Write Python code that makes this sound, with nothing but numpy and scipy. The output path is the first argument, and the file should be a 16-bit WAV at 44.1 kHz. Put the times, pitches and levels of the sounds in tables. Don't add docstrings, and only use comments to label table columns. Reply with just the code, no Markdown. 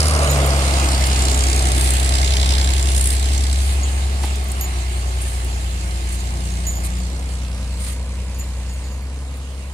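import sys
import numpy as np
from scipy import signal
from scipy.fft import rfft, irfft, next_fast_len
from scipy.io import wavfile
from scipy.ndimage import uniform_filter1d, map_coordinates

SR = 44100
rng = np.random.default_rng(int(sys.argv[2]) if len(sys.argv) > 2 else 0)


def rack_gain(trim_db):
    fader = np.asarray(trim_db, float)
    return 10 ** (fader / 20)


def materialize(psi):
    bounded = np.clip(np.atleast_2d(psi).T, -1, 1)
    quanta = np.round(bounded * 32767).astype(np.int16)
    wavfile.write(sys.argv[1], SR, quanta)


N = 429093

# (time [s], firing rate [Hz])
SPEED = [(0.0, 76.63), (0.39, 68.88), (0.8, 67.5), (1.03, 65.55), (1.87, 63.71), (2.05, 64.85),
         (2.9, 65.84), (3.04, 63.7), (3.28, 66.33), (4.25, 67.14), (4.78, 62.7), (5.8, 60.44),
         (6.93, 60.15), (7.16, 63.35), (7.62, 61.64), (8.07, 63.38), (8.63, 62.32), (9.19, 66.83)]
CYLINDERS = [4, -1, 3.5, -3.5, 3, 2.5]


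def unit(x):
    return x / np.sqrt(np.mean(x ** 2) + 1e-20)


def along(points, hz):
    f, v = np.transpose(points)
    return np.interp(np.log(hz + 1), np.log(f + 1), v)


def curves(rows):
    s, *cols = np.transpose(rows)
    return [np.interp(np.arange(N) / SR, s, c) for c in cols]


def wobble(rate):
    coarse = np.arange(0, N + 64, 64)
    knots = map_coordinates(rng.standard_normal(int(N * rate / SR) + 4), [coarse * rate / SR])
    return np.interp(np.arange(N), coarse, knots)


def bump(x, centre, half):
    return np.exp(-((x - centre) / half) ** 2)


def filtered(x, response):
    m = next_fast_len(N + SR // 2)
    return irfft(rfft(x, m) * response(np.fft.rfftfreq(m, 1 / SR)), m)[..., :N]


def resonance(hz, width_hz):
    return lambda f: 1j * f * width_hz / (hz * hz - f * f + 1j * f * width_hz)


def rush(spectrum, patchy_db, repeating=0):
    z = signal.stft(rng.standard_normal((3, N)) + repeating, nperseg=512)[2]
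    field = rng.standard_normal(z.shape[1:])
    field = uniform_filter1d(uniform_filter1d(field, 6, 0), 10, 1)
    x = signal.istft(z * rack_gain(patchy_db * unit(field)), nperseg=512)[1][:, :N]
    return unit(filtered(x, lambda hz: rack_gain(along(spectrum, hz))))


def snap(hz, width_hz, rise_s):
    u = np.arange(2048) / SR
    clean = .4 * min(1500 / width_hz, 1) ** 2
    burst = clean + rng.standard_normal(len(u))
    burst = burst * u * np.exp(-u / rise_s) * np.cos(2 * np.pi * hz * u)
    x = irfft(rfft(burst) * resonance(hz, width_hz)(np.fft.rfftfreq(len(u), 1 / SR)) ** 2)
    return x / np.abs(x).max()


def ports(trio, direct, lag_share):
    # (time [s], lag [samples])
    port_lag = [(0, 15), (1, 19.3), (2, 24.7), (3, 26.2), (4, 20.5), (4.5, 20.3), (5.5, 22.5), (6.5, 23.5),
                (7.2, 17.3), (7.7, 6.7), (8.5, 5.12), (9.73, 12)]
    late = np.arange(N) - lag_share * curves(port_lag)[0]
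    direct = np.clip(direct, 0, 1)
    both = np.array([trio[0], map_coordinates(trio[0], [late], order=3, mode="nearest")])
    return np.sqrt(direct) * both + np.sqrt(1 - direct) * trio[1:]


def load():
    easy_hz, heavy_hz = 65.5, 60
    return np.clip((easy_hz - curves(SPEED)[0]) / (easy_hz - heavy_hz), 0, 1.2)


def passing_db(nearest_s, nearest_m, db, load_db, loss_db_per_m):
    track_m_per_s = 1.5
    r = np.hypot(nearest_m, track_m_per_s * (np.arange(N) / SR - nearest_s))
    spread_db = 20 * np.log10(r / nearest_m)
    return db - spread_db + load_db * load() - loss_db_per_m * (r - nearest_m)


def gears(firings):
    # (order of the cycle, start [s], end
    # [s], level [dB])
    meshes = [(38.65, 1.1, 3.17, -43), (31.9, 1.3, 2.2, -43), (15, 6.2, 8.3, -47.5),
              (15.9, 5.4, 7.2, -48.5), (12.14, 1.1, 1.94, -38.5), (33.3, 4.6, 7, -49.5),
              (25, 7, 7.6, -43.5), (23.8, 1, 2.3, -42.5), (29.9, 1.2, 3, -48), (18, .5, 1.3, -54),
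              (18.1, 3.7, 3.75, -45), (26, 8.6, 9, -48.5)]
    # (time [s], frequency [Hz], level [dB])
    winch = [
        (4.9, 574, -70),
        (5.1, 560, -46),
        (5.55, 517, -52),
        (5.95, 554, -48),
        (6.2, 555, -64),
    ]
    t = np.arange(N) / SR
    winch_hz, winch_db = curves(winch)
    x = rack_gain(winch_db) * np.cos(2 * np.pi * np.cumsum(winch_hz) / SR + 1.8 * wobble(15))
    for order, start, end, db in meshes:
        heard = np.clip(np.minimum(t - start, end - t) / 0.14, 0, 1)
        level = heard * rack_gain(db + 4.2 * wobble(2.09))
        x += level * np.cos(2 * np.pi * order * firings / len(CYLINDERS) + 0.47 * wobble(8))
    return ports(np.array([x, x, x]), 0.92, lag_share=0.67)


def logs():
    # (frequency [Hz], level [dB per Hz])
    leaves = [(900, -55), (1600, -3), (2700, 3), (3400, -2), (4300, 1), (5400, -4.5), (6800, 0), (9000, 0),
              (11500, -11), (15600, -21.5)]
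    # (frequency [Hz], level [dB per Hz])
    heap_colour = [(710, -40), (1200, 2), (1540, -8), (2010, 1.5), (2710, -3), (4680, -4), (5500, -11),
                   (9100, 1), (15600, -31)]
    # (time [s], half length [s], level [dB], brightness [steps of 5.6 dB])
    lurches = [(.47, 0.0133, -59, 8), (1.07, 0.02, -43, 5.5), (1.845, 0.092, -61, 9),
               (3.097, 0.055, -57, 8), (3.663, 0.098, -42, 4.5), (4.25, 0.031, -33, 1),
               (5.226, 0.015, -54, 6.5), (5.313, 0.091, -41, 3), (6.138, 0.028, -46, 5.5),
               (6.856, 0.018, -39, 5), (7.328, .04, -44.5, 2.5), (7.87, 0.078, -37.5, 3),
               (4.5, .04, -62, 6), (4.586, 0.027, -61, 7), (9.356, 0.048, -54, 3)]
    # (time [s], peak level [dB], frequency [Hz], width [Hz])
    twigs = [(1.056, -26, 10670, 100), (.272, -23, 3000, 400), (.305, -30, 14800, 150),
             (.375, -24, 11300, 4000), (.462, -21, 11500, 3000), (4.233, -23, 5000, 6000),
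             (4.247, -28, 3500, 4000), (4.235, -20, 895, 1400), (4.242, -23, 330, 450),
             (4.242, -24, 820, 500), (4.238, -23, 1900, 1800), (4.254, -30, 11000, 5000),
             (4.44, -31, 10000, 5000), (4.356, -24, 6500, 6000), (4.482, -32, 12500, 4000),
             (4.516, -18, 9050, 3000), (4.518, -36, 14500, 2000), (4.517, -30, 10800, 1200),
             (4.609, -28, 9700, 1500), (4.622, -38, 14400, 500), (4.79, -38, 14000, 4000),
             (5.218, -21, 9250, 2500), (5.445, -27, 9000, 5000), (5.81, -27, 7400, 2500),
             (5.909, -27, 4300, 2500), (6.09, -24, 9460, 2500), (8.388, -40, 14400, 300),
             (8.397, -31.5, 9000, 5000), (8.738, -39, 11000, 3000), (9.02, -43, 13000, 4050),
             (9.17, -38, 6500, 2000), (9.275, -43, 8000, 3000), (9.37, -42, 14000, 3000)]
    t = np.arange(N) / SR
    drag_db = passing_db(nearest_s=0.92, nearest_m=3, db=-30, load_db=2, loss_db_per_m=0.38)
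    x = rack_gain(drag_db + 1.5 + .8 * wobble(8.1)) * rush(leaves, patchy_db=2.5)[1:]
    heap = rush(heap_colour, patchy_db=1.8)[1:] * rack_gain(1.7 * wobble(120))
    bright = unit(filtered(heap, lambda hz: (hz / 8000) ** 2))
    for s, half, db, tilt_db in lurches:
        at = slice(max(round((s - 4 * half) * SR), 0), round((s + 4 * half) * SR))
        swell = rack_gain(db) * np.exp(-np.abs((t[at] - s) / half) ** 3)
        x[:, at] += swell * (heap[:, at] + rack_gain(5.6 * tilt_db - 19.0) * bright[:, at])
    for s, db, hz, width_hz in twigs:
        twig = snap(hz, width_hz, 0.0019)
        x[:, round(s * SR):][:, :len(twig)] += rack_gain(db) * twig
    return x


def chain():
    # (frequency [Hz], level [dB], t60 [s])
    link = [(6551, -4, .25), (6683, -12, .3), (6966, 0, .21), (6990, -8, .3), (7125, -8, .5),
            (7670, -16, .2), (10050, -25, .1), (12750, -5, .1), (12820, -12, .3), (12845, -14, .3),
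            (14300, -26, .25), (14340, -27, .25), (14760, -25, .15)]
    # (time [s], level [dB], favoured frequency [Hz], upper modes [dB], ring share [0-1])
    clinks = [(0.228, -4, 10050, -59, 1), (.262, -31, 6970, -25, 1), (.293, -23, 6900, -20, 0.8),
              (.31, -18, 7200, -3, 0.4), (2.2, -33, 6850, -35, 1), (2.25, -23, 6850, -35, .8),
              (2.895, -8, 10050, -54, 1), (3.833, -18, 6730, -25, 0.24), (4.498, -36, 6970, -14, 0.4),
              (4.61, -19.5, 6640, 4, 0.44), (4.622, -27, 6700, -12, 0.4), (4.64, -29, 6960, -14, 0.56),
              (5.08, -46, 6970, 0, 1), (5.54, -37, 6740, -10, 1), (6.2, -31, 7120, -10, 0.27),
              (6.515, -35, 6680, -12, .6), (6.667, -21, 6850, -1.5, 1), (6.755, -30.5, 6970, -4, 0.96),
              (6.984, -34, 7120, -8.5, .6), (7.19, -44, 6540, -3, 0.6), (8.345, -37, 7000, -7, .5),
              (8.386, -31.5, 7000, 0, 0.7), (8.397, -27, 7200, -7.5, 0.37), (8.69, -39, 6740, -5, 0.9),
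              (8.735, -39, 6900, -1, 0.3), (8.84, -44, 7050, -10, 1), (8.92, -46, 7000, -3, 0.5)]
    x, t = np.zeros(N + SR), np.arange(SR // 2) / SR
    for s, db, favoured_hz, upper_db, share in clinks:
        chance = rng.standard_normal((len(link), 2))
        ring = .7 * rack_gain(min(upper_db, 0) - 60 * t / .006) * rng.standard_normal(len(t))
        for (hz, level_db, t60), (a, b) in zip(link, chance):
            lift_db = upper_db if hz > 11000 else -14 * min(abs(hz - favoured_hz) / 500, 2.5)
            decay = rack_gain(level_db + lift_db + 2 * a - 60 * t / (t60 * share))
            ring += decay * np.sin(2 * np.pi * hz * t + b * 3)
        x[round(s * SR):][:len(t)] += rack_gain(db) * ring * (1 - np.exp(-t / 0.00041))
    return ports(np.tile(x[:N], (3, 1)), 0.61, lag_share=0.86) * rack_gain([[-1.5], [1.5]])


def cycle_pattern(firings):
    patterns = rng.standard_normal((24, 4096))
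    turn = firings / len(CYLINDERS) % 1 * (patterns.shape[1] - 1)
    return map_coordinates(patterns, [np.linspace(0, len(patterns) - 1, N), turn], order=1)


def block(firings):
    # (frequency [Hz], level [dB per Hz])
    roar_beside = [(160, -3.5), (250, -1.5), (350, -6.5), (630, 3), (900, -8), (1200, 0), (1450, -7.5),
                   (2400, -13), (4000, -90)]
    roar_passing = [(160, 0), (330, 2.5), (480, -5.5), (620, 1.5), (720, 3.5), (1000, -4.5), (1300, -2),
                    (2400, -22), (4000, -92.5)]
    roar_behind = [(160, 4), (250, 1), (380, 1), (520, -6), (700, 1), (1000, -4.5), (1300, -3), (2400, -21),
                   (4000, -90)]
    roar_far = [(160, 6), (250, 3.5), (380, -4.5), (530, 0.5), (750, -6.5), (1000, -4.5), (1300, -11),
                (2400, -14.5), (4000, -88)]
    # (frequency [Hz], gain [dB])
    sub = [(18, -12), (40, -5), (120, -6), (220, 0)]
    # (frequency [Hz], level [dB per Hz])
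    whirr_colour = [(700, -35), (1400, -12), (1650, -1.5), (1900, -7.5), (2090, 3), (2280, -4), (2900, -2),
                    (3700, -6.5), (4900, -11), (5700, -28), (7200, -13), (9500, -6.5), (11500, -17),
                    (15600, -49)]
    t = np.arange(N) / SR
    roar_db = passing_db(nearest_s=0.4, nearest_m=1.83, db=-23, load_db=-0.46, loss_db_per_m=-0.32)
    whirr_db = passing_db(nearest_s=0.78, nearest_m=2.5, db=-28, load_db=2.5, loss_db_per_m=0.5)
    beside = np.clip(1.5 - t / 0.62, 0, 1)
    behind = np.clip((t - 2.11) / .9, 0, 1)
    far = np.clip((t - 6.2) / 1.46, 0, 1)
    shares = beside, np.abs(1 - beside - behind), np.abs(behind - far), far
    colours = roar_beside, roar_passing, roar_behind, roar_far
    habit = .9 * cycle_pattern(firings)
    body = sum(np.sqrt(share) * rush(colour, 0.35, habit) for share, colour in zip(shares, colours))
    body = filtered(body, lambda hz: rack_gain(along(sub, hz)))
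    roar_db = roar_db - 2.0 + 4 * bump(t, 0.23, 0.12)
    roar_db = roar_db + 0.85 * np.cos(2 * np.pi * (firings - .35))
    roar = rack_gain(roar_db) * ports(body, .88 - 0.0022 * t, lag_share=0.66)
    whirr_db = whirr_db - 3.5 + 2.0 * np.cos(2 * np.pi * (firings - .3))
    whirr = rack_gain(whirr_db) * ports(rush(whirr_colour, patchy_db=0.87), 0.42, lag_share=1.0)
    return roar + whirr


def knock(firings):
    # (frequency [Hz], width [Hz], level [dB], group)
    panels = [(3580, 1500, 0.5, "bonnet"), (2164, 490, -9.5, "bonnet"), (5010, 1570, 2, "cab"),
              (7400, 2350, 2.5, "guard"), (8900, 2100, -3, "grille"), (10250, 680, -11, "grille"),
              (13000, 3000, -26, "grille")]
    # (time [s], level [dB])
    shaking = [(0, -38), (.3, -42), (.9, -39), (2.5, -38), (3.2, -42.5), (3.5, -40.5), (3.8, -52),
               (5.5, -57), (6.5, -50.5)]
    # (time [s], half length [s], level [dB], group)
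    facing = [(0, 0.22, 7.5, "cab"), (-1.5, .2, 8, "guard"), (0, 0.25, 11, "grille"),
              (-3, .35, 4, "grille"), (1.3, 0.18, 4, "guard"), (-0.9, 0.25, 9.5, "bonnet"),
              (0, .3, 1, "guard"), (1.9, 0.25, 11.5, "grille"), (2.2, 0.16, 4, "cab"),
              (2.5, 0.31, 7, "bonnet"), (2.5, 0.15, 5.5, "cab"), (2, 0.098, -6.5, "cab"),
              (0.2, .4, -7, "bonnet"), (2, .13, 5, "bonnet"), (2, 0.09, -6, "bonnet"),
              (1.0, .3, 2.5, "cab"), (.55, .15, -4.5, "guard"), (1.5, .3, 5, "guard"),
              (3, 0.26, 9, "grille"), (2.952, 0.4, 2.5, "guard"), (3.043, 0.11, 12, "grille"),
              (0.5, 0.13, 2, "grille"), (3.3, 0.25, 0.5, "bonnet"), (5.5, 0.38, -1, "cab"),
              (4.6, .6, 2.5, "grille"), (6.5, 0.66, 4.5, "guard")]
    t = np.arange(N) / SR
    stroke = firings + .06
    which = np.floor(stroke).astype(int) + 1
    after = stroke % 1 / curves(SPEED)[0] / .0023
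    strength = rack_gain(np.array(CYLINDERS)[(which - 1) % len(CYLINDERS)])
    puff = unit((0.013 + after ** 3 * np.exp(-3 * after)) * strength)
    luck = np.tanh(rng.standard_normal((which.max() + 1, len(panels) + 1)))
    far_loss_db = 4 * np.clip(t - 6.5, 0, None)
    group_db = {row[-1]: curves(shaking)[0] - far_loss_db for row in panels}
    for s, half, db, group in facing:
        group_db[group] += db * bump(t, s, half)
    x = 0
    for k, (hz, width_hz, db, group) in enumerate(panels):
        size = rack_gain(db + group_db[group] + 1.4 * luck[which, k] + .6 * luck[which, -1])
        ring = resonance(hz, width_hz)
        lag = round(k % 3 * .0012 * SR)
        force = np.roll(size * puff, lag) * rng.standard_normal((3, N))
        x = x + filtered(force, lambda f: ring(f) ** 2 * np.sqrt(SR / width_hz))
    return rack_gain(-0.5) * ports(x, 0.63, lag_share=0.9)


def hard_knocks():
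    # (time [s], peak level [dB], frequency [Hz])
    hard = [(0.0298, -15, 7100), (0.0822, -12, 9770), (0.109, -15, 8600), (0.7377, -13, 4810),
            (0.7976, -12, 7300), (0.844, -12, 8500), (0.8874, -10, 7630), (0.9178, -13, 8200),
            (0.9462, -13, 4840), (1.069, -14, 7440), (1.0994, -18, 5100), (1.1608, -17, 6610),
            (1.1917, -12, 4270), (1.223, -11, 7730), (1.2531, -10, 7460), (1.2835, -10, 4200),
            (1.3139, -17, 8900), (1.3448, -11, 7500), (1.4371, -21, 4610), (1.5296, -11, 4680),
            (1.5614, -8, 9080), (1.5913, -13, 9200), (1.6237, -12, 8600), (1.6531, -14, 9220),
            (1.6851, -16, 8000), (1.718, -9, 8900), (1.8106, -5, 8830), (1.9046, -7, 8540),
            (1.9365, -14, 8300), (1.9679, -25, 4130), (1.9984, -13, 8600), (2.0453, -14, 7680),
            (2.0906, -9, 7810), (2.153, -11, 8610), (2.1844, -16, 7840), (2.2438, -20, 6940),
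            (2.2757, -9, 3550), (2.3062, -15, 3780), (2.3366, -11, 5150), (2.3675, -8, 3130),
            (2.3974, -11, 3930), (2.4598, -13, 7620), (2.4902, -11, 5150), (2.5366, -11, 3700),
            (2.584, -12, 5130), (2.6449, -11, 7460), (2.6738, -15, 5180), (2.7362, -12, 7640),
            (2.8265, -13, 7500), (2.8868, -21, 3460), (3.0106, -12, 7570), (3.0415, -15, 8000),
            (3.1048, -7, 8350), (3.1274, -8, 9050), (3.1966, -17, 8210), (3.2266, -16, 3900),
            (3.3336, -11, 8280), (3.3782, -11, 7400), (3.437, -16, 8500), (3.5284, -14, 8080)]
    x = np.zeros((3, N))
    for s, db, hz in hard:
        hit = np.array([snap(hz, 2000, 0.0013) + rack_gain(-5) * snap(6020, 7000, 0.00059) for port in x])
        x[:, round(s * SR):][:, :hit.shape[1]] += rack_gain(db - 5) * hit
    return ports(x, 0.43, lag_share=0.917)


def exhaust(firings):
    # (time [s], level [dB])
    tone = [(0, -16), (.3, -17.5), (1, -16), (1.5, -16.5), (2.5, -15.5), (3.05, -16), (3.2, -18),
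            (3.3, -16), (4.2, -19), (4.5, -21.5), (5, -21), (6, -22.5), (7, -22), (7.2, -24), (7.5, -23.5),
            (8.6, -24.5), (9, -26.5), (9.73, -28.5)]
    # (order, level against the firing tone [dB], phase [rad])
    uneven = [(3, -36, 0), (4, -27, 4), (5, -29.5, 0.5), (7, -20.5, 1.2), (8, -27, -0.6), (10, -31, -0.5),
              (11, -32, 2.5), (14, -34.5, 0), (15, -34.5, 0.9), (16, -35.5, -2.2), (17, -36.5, -0.2),
              (19, -44.5, -3)]
    t, speed_hz, tone_db = np.arange(N) / SR, *curves(SPEED), *curves(tone)
    cycle = 2 * np.pi * firings / 6
    firing = len(CYLINDERS) * cycle
    hum = np.cos(firing) * rack_gain(0.46 * wobble(13))
    hum += rack_gain(-20 + 8.5 * load() + wobble(4.12)) * np.cos(firing + firing / 2 + .5)
    stack_db = 11 * bump(2 * speed_hz, 139.3, 3.8)
    second = rack_gain(-15.5 + stack_db + 1.2 * wobble(2.8))
    echo_keeps = 0.18
    echo = (np.tanh((t - 3.33) / 1.8) - echo_keeps) / (1 + echo_keeps)
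    second_rad = np.interp(echo, [-.2, .2], [-1.1, -2.7])
    hum += second * np.hypot(echo, .12) * np.cos(2 * firing + second_rad)
    third_db = -36 + 4 * load() + 14.5 * bump(t, 7.37, 2.8)
    hum += rack_gain(third_db + 2.7 * wobble(6)) * np.cos(firing + 2 * firing + 0.51 + 0.62 * wobble(9))
    lumps = 0
    for order, db, turn in uneven:
        level = rack_gain(db + 1.5 * wobble(3))
        lumps = lumps + level * np.cos(round(order) * cycle + turn + .2 * wobble(2))
    x = np.sqrt(2) * rack_gain(tone_db) * (hum + rack_gain(3.5) * lumps)
    return rack_gain([[.6], [-.2]]) * ports(np.array([x, x, x]), 1, lag_share=0.49)


def scene():
    firings = -.085 + np.cumsum(curves(SPEED)[0]) / SR
    engine = exhaust(firings) + block(firings) + gears(firings) + knock(firings) + hard_knocks()
    return engine + logs() + chain()


def low_pass(x):
    return signal.sosfilt(signal.butter(12, 15700, fs=SR, output="sos"), x)


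def record(dry):
    # (frequency [Hz], left minus right [dB])
    port_shade = [(60, 0), (300, -0.7), (700, -1), (1400, -4), (2500, -4), (5000, -6), (8000, -2.5),
                  (14000, -0.5)]
    halves = [[.5], [-.5]]
    shaded = filtered(dry, lambda hz: rack_gain(along(port_shade, hz) * halves) * (hz < 15750))
    return low_pass(shaded)


dry = scene()
out = record(dry)
materialize(out)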